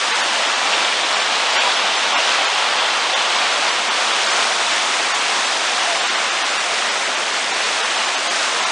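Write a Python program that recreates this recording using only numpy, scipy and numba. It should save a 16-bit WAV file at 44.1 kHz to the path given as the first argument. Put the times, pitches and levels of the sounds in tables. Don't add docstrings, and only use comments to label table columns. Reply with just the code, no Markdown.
import sys
import numpy as np
from scipy import signal
from scipy.fft import rfft, irfft, next_fast_len
from scipy.io import wavfile
from scipy.ndimage import uniform_filter1d
from numba import njit

SR = 44100
rng = np.random.default_rng(int(sys.argv[2]) if len(sys.argv) > 2 else 0)


def materialize(psi):
    bounded = np.clip(np.atleast_2d(psi).T, -1, 1)
    quanta = np.round(bounded * 32767).astype(np.int16)
    wavfile.write(sys.argv[1], SR, quanta)


def level_to_linear(level):
    exponent = np.asarray(level, float) / 20
    return 10 ** exponent


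N = 384111
CAMERA_SR, FRAME = 48000, 1024
WATER_DB = -18


def on_log(hz, table):
    at, value = np.transpose(table)
    return np.interp(np.log(hz), np.log(at), value)


def unit(x):
    return x / np.sqrt(np.mean(x ** 2))


def walk(rate):
    hold = int(SR / rate)
    steps = np.repeat(rng.standard_normal(N // hold + 1), hold)
    slewed = uniform_filter1d(uniform_filter1d(steps, hold), hold)
    return unit(slewed[:N])


# start in seconds, first pitch in Hz, last pitch in Hz, length in seconds, level in dB.
AIR_POCKETS = [
    (1.63, 956, 1004, 0.084, -28),
    (2.1, 1150, 1105, 0.082, -27.5),
    (2.18, 662, 650, 0.05, -27),
    (3.13, 878, 920, .07, -31),
    (4.13, 1650, 1640, .07, -33),
    (4.75, 1434, 1470, .06, -29),
    (5.69, 920, 757, .06, -33),
    (5.8, 755, 635, 0.19, -32),
    (8.5, 458, 490, 0.15, -39),
]


def gulps():
    out = np.zeros(N)
    waver = level_to_linear(2.9 * walk(40))
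    for s, from_hz, to_hz, length, db in AIR_POCKETS:
        start = int(s * SR)
        n = min(int(length * SR), N - start)
        phase = 2 * np.pi * np.cumsum(np.linspace(from_hz, to_hz, n)) / SR
        out[start:start + n] += 2 * level_to_linear(db) * np.hanning(n) * np.sin(phase)
    return out * waver


@njit
def ring(start, hz, cycles, size, glide):
    out = np.zeros(N)
    for k in range(len(start)):
        span = cycles[k] * SR / hz[k]
        z = size[k] + 0j
        turn = np.exp(2j * np.pi * hz[k] / SR - 3 / span)
        bend = np.exp(2j * np.pi * hz[k] / SR * glide / span)
        for i in range(start[k], min(N, start[k] + int(2 * span))):
            z *= turn
            turn *= bend
            out[i] += z.imag
    return out


def bubbles(per_s=9000, scatter_db=1.1, cycles=14., glide=.12):
    when, pitch, strength, life = rng.random((int(per_s * N / SR), 4)).T
    hz = 200 + 10500 * pitch ** 2
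    size = hz ** .75 * level_to_linear(-scatter_db * np.log(1 - strength))
    return unit(ring((when * N).astype(np.int64), hz, cycles * (.5 + life), size, glide))


# frequency in Hz, level in dB per Hz.
MIC_COLOUR = [(40, -53.5), (90, -34), (140, -24.5), (250, -15.5), (520, -5.5), (690, -0.4), (1150, 0.5),
              (1750, -2), (3500, -2.5), (4050, -5.5), (6500, -11), (8800, -17), (10150, -26), (10750, -47)]
PART_CENTRE_HZ = (330, 1000, 1900, 3400, 7700)
# time in seconds, gain of the main chute in dB, gain of the near white water in dB.
CAMERA_TURN = [(0, -2, 0.5), (.3, 0, 0.5), (1, 0, -1.5), (1.6, 1.5, -1.2), (2.4, 1.2, -1), (3, 2, -1.2),
               (3.6, 0.4, -1), (4.2, .8, 1.5), (4.8, -.2, 2.1), (5.3, 0, 2.3), (5.9, -0.8, 1),
               (6.3, -2.5, -0.8), (6.75, -1.6, 1.5), (7.05, -3, -.3), (7.7, -2.5, 0.7), (8, -.9, 1),
               (8.3, -2.5, 1.5), (8.71, -1.2, 1.3)]
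FOLLOWS_CHUTE = (.15, 1, 0.21, 0.91, .05)
FOLLOWS_FOAM = (0.079, 0.015, .15, -0.31, 1)


def rapids(bubble_share=.3, surge_db=.5, patch_db=0.22, flicker_db=0.24):
    s, chute_db, foam_db = np.transpose(CAMERA_TURN)
    part_db = np.outer(FOLLOWS_CHUTE, chute_db) + np.outer(FOLLOWS_FOAM, foam_db)
    size = next_fast_len(N)
    water = np.sqrt(bubble_share) * bubbles() + np.sqrt(1 - bubble_share) * rng.standard_normal(N)
    hz = np.maximum(np.fft.rfftfreq(size, 1 / SR), 1)
    spectrum = rfft(water, size) * level_to_linear(on_log(hz, MIC_COLOUR))
    surge = walk(9)
    patches = [walk(12) for _ in range(11)]
    out, t = 0, np.arange(N) / SR
    for k in range(29):
        centre = 20 * 2 ** (k / 3)
        third_octave = np.cos(np.pi / 2 * np.clip(3 * np.log2(hz / centre), -1, 1)) ** 2
        turn_db = [on_log(centre, list(zip(PART_CENTRE_HZ, row))) for row in np.transpose(part_db)]
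        octave, between = k // 3, k % 3 / 3
        patch = (1 - between) * patches[octave] + between * patches[octave + 1]
        db = np.interp(t, s, turn_db) + surge_db * surge + patch_db * patch + flicker_db * walk(16)
        out = out + irfft(spectrum * third_octave, size)[:N] * level_to_linear(db)
    return unit(out) * level_to_linear(WATER_DB)


def scene():
    return np.tile(rapids() + gulps(), (2, 1))


def lapped(window, count):
    n, k = np.arange(2 * FRAME), np.arange(count)
    waves = np.cos(np.pi / FRAME * np.outer(n + .5 + FRAME / 2, k + .5))
    return waves * window[:, None] * np.sqrt(2 / FRAME)


def frame_at(s, rate, grid):
    first = grid + FRAME * (round((s * rate - grid) / FRAME) - 1)
    return slice(first, first + 2 * FRAME)


# centre of the first in seconds, windows in a row.
THINNED_HARD = [(.121, 2), (1.571, 2), (2.147, 2), (3.15, 1), (3.897, 1), (5.134, 1), (6.435, 1),
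                (6.585, 1), (6.905, 1), (7.822, 2), (8.163, 1), (8.291, 1), (8.654, 1)]
THINNED_MILD = [.227, .441, .483, .547, .739, 1.038, 1.145, 2.467, 2.787, 4.131, 4.281, 4.729, 5.817, 6.009,
                6.051, 6.094, 6.158, 6.307, 6.969, 7.161, 7.523, 7.651, 8.611]
ZONE_BORDER_HZ = (660, 3900, 5900, 7700)
ZONE_STEP_DB = (8.3, 7, 9.8, 11.2, 12.65)
ZONE_HARD_DB = (3.2, .6, 2.2, 1.4, 1.1)


def starve(x, faintest_db=-30, leak_db=-25):
    x = signal.resample_poly(x, 160, 147)
    basis = lapped(signal.windows.cosine(2 * FRAME), count=480)
    hz = (np.arange(480) + .5) * CAMERA_SR / (2 * FRAME)
    colour, zone = level_to_linear(on_log(hz, MIC_COLOUR)), np.searchsorted(ZONE_BORDER_HZ, hz)
    out = x.copy()
    hard = [s + k * FRAME / CAMERA_SR for s, count in THINNED_HARD for k in range(count)]
    instants = [(s, np.add(ZONE_STEP_DB, ZONE_HARD_DB)) for s in hard]
    instants += [(s, ZONE_STEP_DB) for s in THINNED_MILD]
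    for s, step_db in instants:
        where = frame_at(s, CAMERA_SR, grid=678)
        lines = x[where] @ basis
        local = colour * np.sqrt(uniform_filter1d((lines / colour) ** 2, size=61))
        step = np.maximum(local, level_to_linear(faintest_db)) * level_to_linear(np.array(step_db)[zone])
        kept = np.sign(lines) * step * np.floor((abs(lines) / step) ** .75 + .4054) ** (4 / 3)
        out[where] += (1 - level_to_linear(leak_db)) * basis @ (kept - lines)
    return signal.resample_poly(out, 147, 160)[:N]


# centre in seconds, low edge in Hz, high edge in
# Hz.
SPLIT_BANDS = [(.843, 5170, 6290), (1.215, 5680, 7560), (1.772, 4280, 5680), (1.795, 4650, 5680),
               (1.795, 6890, 8270), (1.981, 4240, 7540), (3.374, 4220, 5200), (3.374, 8980, 10340),
               (3.537, 4650, 6290), (3.723, 4650, 6290), (4.326, 5150, 6290), (4.535, 6290, 7580),
               (5.464, 5170, 6290), (6.486, 8960, 10340), (6.509, 5680, 6890), (7.043, 5190, 6290),
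               (7.624, 4650, 5680), (7.624, 6890, 8960), (7.693, 8960, 10310), (7.949, 6890, 8960),
               (7.972, 5680, 7580), (8.065, 5680, 6890), (8.065, 7600, 9650)]


def split(x, fill_db=-0.8):
    window = signal.windows.kaiser_bessel_derived(2 * FRAME, 4 * np.pi)
    basis, out = lapped(window, count=500), x.copy()
    hz = (np.arange(500) + .5) * SR / (2 * FRAME)
    noise = rng.standard_normal((len(SPLIT_BANDS), 2, 500))
    for (s, low_hz, high_hz), draw in zip(SPLIT_BANDS, noise):
        where = frame_at(s, SR, grid=325)
        band = (hz > low_hz) & (hz < high_hz)
        lines = x[:, where] @ basis
        fill = level_to_linear(fill_db) * np.sqrt(np.mean(lines[:, band] ** 2)) * draw
        out[:, where] += (band * (fill - lines)) @ basis.T
    return out


def top_cut(x):
    return signal.sosfilt(signal.butter(12, 10760, fs=SR, output="sos"), x)


def record(dry):
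    cut = signal.ellip(8, .2, 40, 10850, fs=SR, output="sos")
    mono = signal.sosfiltfilt(cut, starve(dry[0]))
    mix = split(np.tile(mono, (2, 1)))
    return top_cut(mix)


dry = scene()
out = record(dry)
materialize(out)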